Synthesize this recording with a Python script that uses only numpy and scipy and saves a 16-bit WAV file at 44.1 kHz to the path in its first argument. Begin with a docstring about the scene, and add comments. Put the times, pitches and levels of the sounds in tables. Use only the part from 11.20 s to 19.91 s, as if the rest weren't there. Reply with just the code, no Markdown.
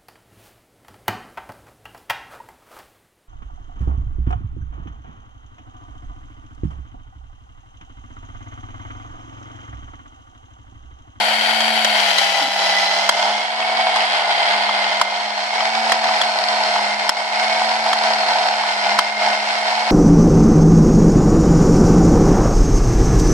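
"""Plastic gears whine, knock and rattle in the hollow case of a model engine running on a table.
A small humming motor drives them; its speed sags and recovers with the load of crank and cams.
About every two seconds a valve part snaps off its cam with a hard clack while the gears ease off.
Lighter clacks, bright ticks of snagging teeth and one soft creak come in between.
The microphone, a hand's width away, moves from the side of the case to above its cover."""
import sys
import numpy as np
from scipy import signal
from scipy.fft import rfft, irfft
from scipy.io import wavfile
from scipy.ndimage import uniform_filter1d, minimum_filter1d

SR = 44100
rng = np.random.default_rng(int(sys.argv[2]) if len(sys.argv) > 2 else 0)


def generate_wav(sig):
    """Save sig (samples, or channels by samples) to the path in sys.argv[1] as 16-bit PCM at SR."""
    pcm = np.round(np.clip(np.atleast_2d(sig).T, -1, 1) * 32767).astype(np.int16)
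    wavfile.write(sys.argv[1], SR, pcm)


N = 384111
T = np.arange(N) / SR
PINION, FIRST_WHEEL, SECOND_WHEEL = 10, 30, 36  # teeth; a pinion is the small gear that drives a wheel


def tooth_knocks(turns, flaw=.11, play=.08, twist=.06, runout=.085, scatter_db=1.6, wobble_db=3.2):
    """The second wheel's teeth knock across a small gap; each has its own flaw, and their pinion wobbles."""
    teeth_passed = turns * PINION / FIRST_WHEEL * PINION
    tooth = np.arange(1, int(teeth_passed[-1]) - 1)
    wheel = tooth / SECOND_WHEEL - .03
    flaws = unit(rng.standard_normal(SECOND_WHEEL))[tooth % SECOND_WHEEL]
    time_jitter, level_jitter = rng.standard_normal((len(tooth), 2)).T
    # the teeth crowd together where the wheel runs tight
    early = runout * (np.sin(4 * np.pi * (wheel - .215)) + np.sin(2 * np.pi * (wheel - .69)))
    contact = tooth - early + flaw * flaws + play * time_jitter
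    # the plastic shafts twist and spring back, so the tooth rate wavers
    samples = np.interp(contact, teeth_passed + twist * wander(25), np.arange(N)).astype(int)
    force = undb(scatter_db * level_jitter + wobble_db * np.cos(2 * np.pi * tooth / PINION))
    return np.bincount(samples, force * tight_spots(wheel, sharp_db=3.0, broad_db=3.5), N)


def tight_spots(wheel, sharp_db, broad_db):
    """The second wheel does not run true: one sharp catch and one broad rub change the level each turn."""
    return undb(sharp_db * bump(wheel, at=.215, width=.03) + broad_db * bump(wheel, at=.64, width=.095))


# how strongly the hollow case rings at each pitch: f/Hz, level/dB
CASE_TONE = [(100, -102), (170, -23.5), (300, -17), (420, -16.5), (560, -8), (640, -4.5), (720, -1),
             (830, 1), (960, 0.5), (1130, -16.5), (1230, -16.5), (1335, -8.5), (1400, -19.5), (1480, -10.5),
             (1620, -19), (2000, -16), (3000, -57)]

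def case_boom(knocks, lag_s=.00009):
    """The knocks ring the case; the boom reaches the left a moment late, and the room scatters a little."""
    boom = unit(colour(knocks - knocks.mean(), CASE_TONE))[0]
    scattered = unit(colour(rng.standard_normal(N), CASE_TONE))
    direct = np.array([undb(-1.37) * np.interp(T - lag_s, T, boom), undb(0.48) * boom])
    return direct + undb(-49) * scattered * np.array([[1], [-1]])


# how hard the gears work: t/s, knock level/dB, rattle level/dB
GEAR_EFFORT = [(0.0, -16.5, -15), (0.2, -24, -18.0), (0.4, -19.5, -17.5), (1.05, -22.5, -18),
               (1.2, -17.5, -19.5), (1.3, -24.5, -22.5), (1.47, -18, -18), (1.6, -20, -18.5),
               (2.12, -16.5, -20), (2.17, -20.5, -21.5), (2.37, -25, -25), (2.42, -19, -22),
               (2.69, -19, -21), (2.94, -21, -18.5), (3.07, -19.5, -22.5), (3.14, -19, -19),
               (3.79, -19.5, -20.5), (3.87, -19, -23), (4.29, -24.5, -24.5), (4.39, -19.5, -21.5),
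               (4.64, -20, -21.5), (4.71, -17, -18.5), (4.79, -20.5, -23), (4.91, -19.5, -20.5),
               (5.09, -19.5, -22), (5.41, -17.5, -20), (5.81, -21, -21.5), (5.89, -18.5, -20.5),
               (6.06, -20, -22.5), (6.16, -18.5, -20), (6.51, -17.5, -20), (6.61, -20, -22),
               (6.66, -15, -20), (6.76, -19, -22.5), (6.91, -16.5, -19.5), (7.06, -20.5, -23),
               (7.11, -16.5, -21.5), (7.41, -19, -21.5), (7.51, -18.5, -19.5), (7.61, -22.5, -20.5),
               (7.68, -13.5, -17.5), (7.86, -20.5, -20.5), (7.96, -20.5, -22.5), (8.06, -14, -18.5),
               (8.18, -21.5, -21.5), (8.71, -18, -21.5)]
# when the camshaft passes its catch, once a turn: t/s
CATCH_TIMES = [-.1, 1.891, 3.812, 5.892, 7.788, 9.8]

def gear_load(surge, lull_db=-2.2, knock_surge_db=1.1, rattle_surge_db=.8):
    """Knock and rattle levels in dB follow the slow load, a lull once a cam turn, and quick surges."""
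    knock_db, rattle_db = curves(GEAR_EFFORT)
    cam_turns = np.interp(T, CATCH_TIMES, np.arange(len(CATCH_TIMES)))
    lull = lull_db * bump(cam_turns, at=0.005, width=.1)
    return knock_db + lull + knock_surge_db * surge, rattle_db + lull + rattle_surge_db * surge


# how loud the motor's pinion whines: t/s, level/dB
WHINE_LEVEL = [(0, -36), (.3, -28), (.5, -35), (.72, -28), (.87, -31), (1.0, -29), (1.3, -32), (1.47, -28),
               (1.65, -25.5), (1.82, -33), (2.02, -24.5), (2.27, -36), (2.6, -29), (2.87, -36), (3.17, -25),
               (3.35, -32.5), (3.5, -27.5), (3.9, -30), (4.2, -40), (4.4, -29), (4.7, -36), (5.13, -43),
               (5.3, -39), (5.7, -30), (6.0, -33), (6.2, -30.5), (6.4, -32), (6.7, -39), (7.3, -40),
               (7.72, -26.5), (7.85, -30), (8.05, -25.5), (8.3, -34.5), (8.7, -32)]

def gear_whine(turns, wheel, octave_db, wobble=0.15, rough=0.25, rub_db=11, catch_db=6.5):
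    """The motor's pinion meshes ten times a turn and rings the case; it chirps at each tight spot."""
    sway = wobble * np.sin(2 * np.pi * turns * PINION / FIRST_WHEEL)
    phase = 2 * np.pi * PINION * turns + sway + rough * wander(120)
    tone = np.array([undb(2.6 * wander(22)) * np.sin(phase + .5 * wander(12)) for _ in range(2)])
    octave = np.array([undb(3.0 * wander(30)) * np.sin(2 * phase + 1.5 * wander(160)) for _ in range(2)])
    chirps = undb(rub_db * bump(wheel, at=.69, width=.15) + catch_db * bump(wheel, at=.23, width=.05))
    return undb(curves(WHINE_LEVEL)[0]) * unit(tone * chirps) + undb(octave_db) * unit(octave)


# tone of the rattle and the hiss: f/Hz, left level/dB, right level/dB
SIDE_TONE = [(228, -40, -33), (680, 4, 5), (1060, -11, -6), (1440, 5, 2), (1630, 3.5, 5.5),
             (1890, 8.5, -15), (2500, 5.5, -4), (2980, 5, -24), (3060, 10.5, 1), (3500, 0.5, -1),
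             (3930, 1, -5), (4200, 0.5, -10), (4750, 6, -11), (4860, -33, -7), (6400, -18, -26),
             (9600, -24, -30), (10000, -14, -25), (11300, -19, -17), (13000, -21, -48), (14500, -43, -47)]  # thin walls, from the side
COVER_TONE = [(189, -56, -26.5), (777, 9, 2.5), (1020, 0, -1.5), (1450, 2, 1), (1540, 2.5, 3.5),
              (2080, 6, 4), (2670, -0.5, -7), (3030, -1, 0.5), (3480, -5.5, -2.5), (4140, -0.5, 2),
              (5200, -14.5, -1), (5600, -48, -26), (5760, -38, -11), (6300, -27, -25), (11400, -42, -47)]  # valve cover, from above
HISS_TONE = [(2980, 7.5, -27), (5800, -1, 4), (6640, -5, -1), (6820, 14, 15.5), (8450, 7, 15),
             (9400, 14.5, 11.5), (10300, -25, 13.5), (11300, -36, -91), (14500, -105, -99)]  # sliding teeth and motor brushes

def rattle(wheel, knocks, hiss_db, grain_db=2.5, stir_s=0.0028):
    """Loose parts, stirred by the teeth, chatter through the walls while sliding parts hiss."""
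    stir = unit(signal.lfilter([1], [1, -np.exp(-1 / (stir_s * SR))], knocks))
    grain = (1 + .3 * stir) * undb(grain_db * wander(1800))
    chatter = grain * tight_spots(wheel, sharp_db=2.5, broad_db=-2.0)
    from_side = unit(colour(chatter * stereo_noise(shared=0.55, left_delay=-3), SIDE_TONE))
    from_above = unit(colour(chatter * stereo_noise(shared=0.59), COVER_TONE))
    # the microphone's right side comes over the cover first, its left a little later
    above = np.array([np.interp(T, [1.2, 2.4], [0, 1]), np.interp(T, [.9, 1.5], [0, 1])])
    walls = (1 - above) * from_side + above * from_above
    taps = stereo_noise(shared=0.31) * grain * tight_spots(wheel, sharp_db=3.5, broad_db=1.0)
    sliding = stereo_noise(shared=0.13) * undb(1.5 * wander(1500))
    sliding *= tight_spots(wheel + .012, sharp_db=-10.0, broad_db=-2.0)
    hiss = undb(hiss_db - 6.0) * unit(colour(sliding, HISS_TONE))
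    return undb(-0.66) * walls + undb(-3.0) * wall_ring(taps) + hiss


# the notes that four parts of the case ring at: f/Hz, width/Hz, level/dB
SIDE_NOTES = [(1100, 60, -20), (1450, 60, -16), (1960, 80, -16), (2370, 60, -19), (3010, 80, -13),
              (3170, 100, -9), (3830, 60, -15), (4130, 80, -19), (4560, 160, -9)]
SHOULDER_NOTES = [(1335, 50, -14), (2350, 70, -17), (2700, 60, -17), (3020, 70, -11), (3230, 60, -10),
                  (3380, 60, -14), (4550, 70, -16), (4950, 130, -9), (5350, 220, -11), (6210, 100, -19)]
COVER_MIDDLE_NOTES = [(1040, 45, -15), (1335, 45, -17), (1900, 80, -13), (2220, 80, -11), (2480, 50, -17),
                      (2750, 60, -15), (2980, 70, -13), (3140, 80, -9), (3300, 60, -13), (4480, 110, -15)]
COVER_END_NOTES = [(1040, 45, -15), (1490, 60, -13), (1950, 80, -14), (2230, 70, -13), (2380, 60, -16),
                   (2680, 60, -17), (3170, 90, -15), (3550, 100, -17), (4260, 80, -16), (4400, 70, -17),
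                   (5050, 180, -13), (5280, 110, -17), (6200, 110, -25), (7200, 110, -25)]
# where the microphone is: t/s, place (0 side, 1 shoulder, 2 middle of the cover, 3 its end)
MIC_PATH = [(0, 0), (.75, 0), (1.3, 1), (1.75, 1), (2.3, 2), (3.6, 2), (4.5, 3), (8.7, 3)]

def wall_ring(taps, band_hz=(900, 7500)):
    """Each part of the case rings with its own notes, heard as the microphone passes over it."""
    taps = signal.sosfilt(signal.butter(4, band_hz, "band", fs=SR, output="sos"), taps)
    place, ring = curves(MIC_PATH)[0], 0
    for k, notes in enumerate([SIDE_NOTES, SHOULDER_NOTES, COVER_MIDDLE_NOTES, COVER_END_NOTES]):
        nearness = np.sqrt(np.maximum(1 - np.abs(place - k), 0))
        for hz, width, db in notes:
            note = unit(signal.lfilter(*signal.iirpeak(hz, hz / width, SR), taps))
            ring = ring + nearness * undb(db) * note
    return ring


# each clack: t/s, snap level/dB, thud level/dB, thud f/Hz, ping level/dB, ping f/Hz
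CLACK_HITS = [(0.404, -16, -19, 925, -17, 3230), (0.645, -10.5, -20, 940, -19, 3150),
              (0.982, -11.5, -33, 1030, -12, 3890), (1.891, -6, -6, 937, -16, 3170),
              (2.401, -23, -18, 775, -30, 3200), (2.425, -31, -20, 930, -17, 2600),
              (2.667, -29, -12, 724, -35, 3200), (2.759, -16, -11.5, 1010, -30, 3200),
              (3.491, -22, -12, 850, -16, 3223), (3.813, -11, -5, 946, -24, 4200),
              (4.406, -24, -11.5, 815, -17, 3150), (4.551, -21, -16, 840, -17, 2290),
              (4.694, -20, -16, 794, -27, 1900), (4.719, -11.5, -10, 990, -11, 1900),
              (4.84, -19, -13, 797, -28, 2200), (4.889, -25, -11, 810, -28, 4050),
              (5.014, -13.5, -23, 971, -10, 3400), (5.559, -21, -11, 850, -30, 3243),
              (5.892, -8, -9.5, 904, -8, 5250), (5.946, -39, -30, 845, -35, 5256),
              (6.196, -20, -20, 804, -24, 5280), (6.416, -28, -13, 720, -30, 3215),
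              (6.66, -21, -16, 830, -22, 3200), (6.73, -14, -8.5, 860, -16.5, 3350),
              (6.91, -26, -22, 820, -30, 5270), (7.435, -25, -15, 850, -30, 3194),
              (7.7882, -9, -3, 944, -14, 4000), (8.02, -25, -15, 830, -19, 2250)]
# tone of the snapping part: f/Hz, level/dB
SNAP_TONE = [(60, -19), (300, -18), (600, 0), (1000, -4), (1650, 1), (2100, 0), (2600, -10), (3000, -3),
             (3250, 6), (3650, -12), (4050, 3), (4350, -5), (4680, 0), (4980, -8), (5280, -1), (5700, -10),
             (6300, -9), (9500, -14), (14500, -33)]
# the notes in the cover's thud: multiple of the thud's pitch, level/dB, fade time/s
THUD_NOTES = [(1, 0, .03), (1.27, 0, .008), (1.6, -5, .004)]

def clacks(snap_s=0.0024, thud_s=.0019, ping_s=.0014, stiffen=0.3, tail_s=0.046, tail_db=-26):
    """A part slips off its cam: it skids with a snap, thuds on the cover and pings the spot it hits."""
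    force, ring = np.zeros(N), np.zeros(N)
    age = np.arange(SR // 8) / SR
    # the cover is stiffer while the part presses on it, so the thud starts high and falls
    bent_age = age + stiffen * thud_s * (1 - np.exp(-age / thud_s))
    for start, snap_db, thud_db, thud_hz, ping_db, ping_hz in CLACK_HITS:
        span = slice(int(start * SR), int(start * SR) + len(age))
        force[span] += undb(snap_db) * (blow(age, snap_s) + undb(tail_db) * np.exp(-age / tail_s))
        thud = sum(undb(db) * np.exp(-age / fade_s) * np.sin(2 * np.pi * k * thud_hz * bent_age)
                   for k, db, fade_s in THUD_NOTES)
        ping = np.sin(2 * np.pi * ping_hz * age)
        ring[span] += undb(thud_db) * blow(age, thud_s) * thud + undb(ping_db) * blow(age, ping_s) * ping
    snaps = colour(force * stereo_noise(shared=0.065), SNAP_TONE)
    return soften(snaps) + ring


def soften(snaps, hard_db=-12, soft_db=-22, soft_hz=7000):
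    """A lighter contact is duller: weak snaps lose their treble."""
    hardness = np.clip((curves(CLACK_HITS)[0] - soft_db) / (hard_db - soft_db), 0, 1)
    dull = signal.sosfiltfilt(signal.butter(2, soft_hz, fs=SR, output="sos"), snaps)
    return dull + hardness * (snaps - dull)


# when the second wheel snags hard: t/s, level/dB
SNAG_HITS = [(0.83, -21), (4.987, -12), (5.187, -10), (5.239, -9), (5.285, -8), (5.436, -12), (6.346, -19),
             (6.492, -14), (6.543, -22), (6.640, -12), (6.689, -14), (6.787, -11), (6.835, -15),
             (6.935, -12.5), (6.985, -12), (7.085, -11), (7.136, -16), (7.284, -15)]
# tone of the snagging tooth: f/Hz, level/dB
SNAG_TONE = [(400, -11), (1500, 0), (2400, -3), (3500, 0), (4400, 13), (5200, 7), (6000, -17), (7000, -20),
             (11000, -12), (14000, -54)]

def snags(rise_s=0.00073):
    """A tooth snags and lets go with a short, bright tick."""
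    force, age = np.zeros(N), np.arange(SR // 50) / SR
    for start, db in SNAG_HITS:
        force[int(start * SR):int(start * SR) + len(age)] += undb(db) * blow(age, rise_s)
    return undb(-4.0) * colour(force * stereo_noise(shared=0.19), SNAG_TONE)


# how loud the motor hums: t/s, level/dB
HUM_LEVEL = [(0.0, -42.5), (0.56, -35.5), (1.11, -48.5), (2.11, -44), (2.25, -50), (2.57, -43), (3.08, -51),
             (3.42, -44.5), (4.34, -48), (4.56, -39.5), (5.17, -45), (5.75, -42), (6.04, -49), (6.18, -43),
             (6.89, -41), (7.03, -46), (7.62, -45), (7.69, -40), (7.93, -46), (8.05, -40), (8.3, -46),
             (8.71, -43)]
# the notes that the case's panels ring at: f/Hz, width/Hz, level/dB
PANEL_NOTES = [(450, 170, -32.5), (683.6, 130, -8), (751, 87, 0), (1466, 140, -18.5)]

def motor_hum(shaft_hz, turns, overtone_db):
    """The unbalanced motor hums at shaft speed; each overtone swells as it glides past a panel's note."""
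    overtones = 0
    for k in range(2, 8):
        swell = np.max([undb(db) / (1 + (2 * (k * shaft_hz - hz) / width) ** 2)
                        for hz, width, db in PANEL_NOTES], axis=0)
        overtones += swell * undb(1.5 * wander(25)) * np.sin(2 * np.pi * k * turns + 0.37 * wander(30))
    hum = undb(curves(HUM_LEVEL)[0] + 1.3 * wander(23)) * np.sin(2 * np.pi * turns)
    lean_left = undb([[.7], [-.7]])
    return np.sqrt(2) * (hum * lean_left + undb(overtone_db) * overtones)


# the wall's creak: t/s, f/Hz, level/dB
CREAK_GLIDE = [(1.19, 331, -72), (1.215, 307.3, -35), (1.245, 257, -34), (1.265, 265, -53),
               (1.28, 280, -31), (1.31, 290, -78)]

def creak():
    """The wall creaks once with a soft, low, gliding tone."""
    hz, db = curves(CREAK_GLIDE)
    sounding = (db > db[0]) & (T < CREAK_GLIDE[-1][0])
    return undb(db) * sounding * np.sin(2 * np.pi * np.cumsum(hz) / SR)


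def undb(db):
    """Turn decibels into a gain."""
    return 10 ** (np.asarray(db) / 20)


def unit(x):
    """Scale a signal to an average power of 1."""
    return x / np.sqrt(np.mean(x ** 2))


def curves(table):
    """Join each column of a table with straight lines over time."""
    times, *columns = np.transpose(table)
    return [np.interp(T, times, c) for c in columns]


def colour(x, table, size=2048):
    """Filter a sound with a tone table; a second level column gives a second channel."""
    hz, *columns = np.transpose(table)
    log_hz = np.log(np.maximum(np.fft.rfftfreq(size, 1 / SR), 1))
    cepstrum = irfft([np.log(undb(np.interp(log_hz, np.log(hz), c))) for c in columns])
    # fold it so that the ringing comes after a hit, never before
    cepstrum[:, 1:size // 2] *= 2
    cepstrum[:, size // 2 + 1:] = 0
    response = irfft(np.exp(rfft(cepstrum)))
    response /= np.sqrt(np.sum(response ** 2) / len(columns))
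    return signal.fftconvolve(np.atleast_2d(x), response, axes=1)[:, :N]


def wander(per_second):
    """A smooth random wiggle with a typical size of 1."""
    step = max(int(SR / per_second), 1)
    stairs = np.repeat(rng.standard_normal(N // step + 1), step)
    return unit(uniform_filter1d(stairs, step)[:N])


def stereo_noise(shared, left_delay=15):
    """Noise with a part both sides share (left_delay samples late on the left) and a scattered part."""
    direct, scattered = rng.standard_normal(N), rng.standard_normal((2, N))
    both_sides = np.array([np.roll(direct, left_delay), direct])
    return np.sqrt(shared) * both_sides + np.sqrt(1 - shared) * scattered


def bump(turns, at, width):
    """A smooth rise and fall once a turn; its place and width are in turns."""
    return np.exp(-.5 * (((turns - at + .5) % 1 - .5) / width) ** 2)


def blow(age, rise_s):
    """A contact that swells to 1 and dies away."""
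    return age / rise_s * np.exp(1 - age / rise_s)


def limiter(x, limit_db=2.5, attack_s=.004, hold_s=0.071, release_s=0.19):
    """A peak over the limit turns the volume down; it holds a moment, then recovers."""
    wanted_db = np.minimum(0, limit_db - 20 * np.log10(np.abs(x).max(axis=0) + 1e-9))
    half = int(hold_s * SR / 2)
    held_db = minimum_filter1d(wanted_db, 2 * half + 1, origin=half)
    fast, slow = (signal.lfilter([1 / (s * SR)], [1, 1 / (s * SR) - 1], held_db)
                  for s in (attack_s, release_s))
    return x * undb(np.minimum(fast, slow))


# how many turns the motor makes each second: t/s, f/Hz
MOTOR_SPEED = [(0.0, 213.94), (0.4, 221.71), (0.6, 220.83), (1.0, 200.26), (1.6, 200.43), (2.0, 210.32),
               (2.1, 211.72), (2.3, 217.85), (2.6, 223.69), (3.0, 208.84), (3.2, 206.99), (3.4, 211.84),
               (3.7, 207.24), (4.0, 212.63), (4.2, 212.76), (4.6, 226.35), (5.2, 214.31), (5.4, 216.5),
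               (5.5, 211.93), (5.7, 209.76), (6.0, 215.53), (6.1, 214.89), (6.4, 220.14), (6.6, 221.03),
               (6.9, 218.88), (7.0, 216.17), (7.4, 215.77), (7.5, 211.48), (7.7, 208.54), (8.0, 213.45),
               (8.2, 212.7), (8.7, 219.2)]
# the treble as the microphone moves: t/s, hiss level/dB, level of the whine's octave/dB
TREBLE_LEVELS = [(0, -12.5, -33), (1.2, -13, -32), (1.6, -16, -29), (2.5, -15.5, -44), (3.4, -17.5, -35.5),
                 (4.7, -16.5, -39.5), (5.3, -15, -31), (6.0, -15, -39), (7.1, -15.5, -32.5),
                 (7.9, -16.5, -43), (8.7, -15, -36)]

def scene(surge_lag_turns=.012):
    """One shaft drives every gear; each surge of load makes them louder and holds the shaft back a bit."""
    surge = wander(per_second=24)  # uneven drag of the pistons
    shaft_hz = curves(MOTOR_SPEED)[0]
    turns = np.cumsum(shaft_hz) / SR - surge_lag_turns * surge
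    wheel = turns * PINION / FIRST_WHEEL * PINION / SECOND_WHEEL  # turns of the second wheel
    hiss_db, octave_db = curves(TREBLE_LEVELS)
    knock_db, rattle_db = gear_load(surge)
    knocks = tooth_knocks(turns)
    gears = undb(knock_db - 2.5) * case_boom(knocks) + gear_whine(turns, wheel, octave_db)
    motor = motor_hum(shaft_hz, turns, overtone_db=knock_db)
    loose_parts = undb(rattle_db) * rattle(wheel, knocks, hiss_db)
    return gears + motor + loose_parts + snags() + clacks() + creak()


def record(dry, bass_hz=140, top_hz=15200):
    """The phone cuts the bass, dips after the hardest clacks, clips them and cuts the highest treble."""
    thin = signal.sosfilt(signal.butter(4, bass_hz, "high", fs=SR, output="sos"), dry)
    clipped = np.clip(limiter(thin), -1, 1)
    return signal.sosfilt(signal.ellip(8, .2, 70, top_hz, fs=SR, output="sos"), clipped)


dry = scene()
out = record(dry)
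generate_wav(out)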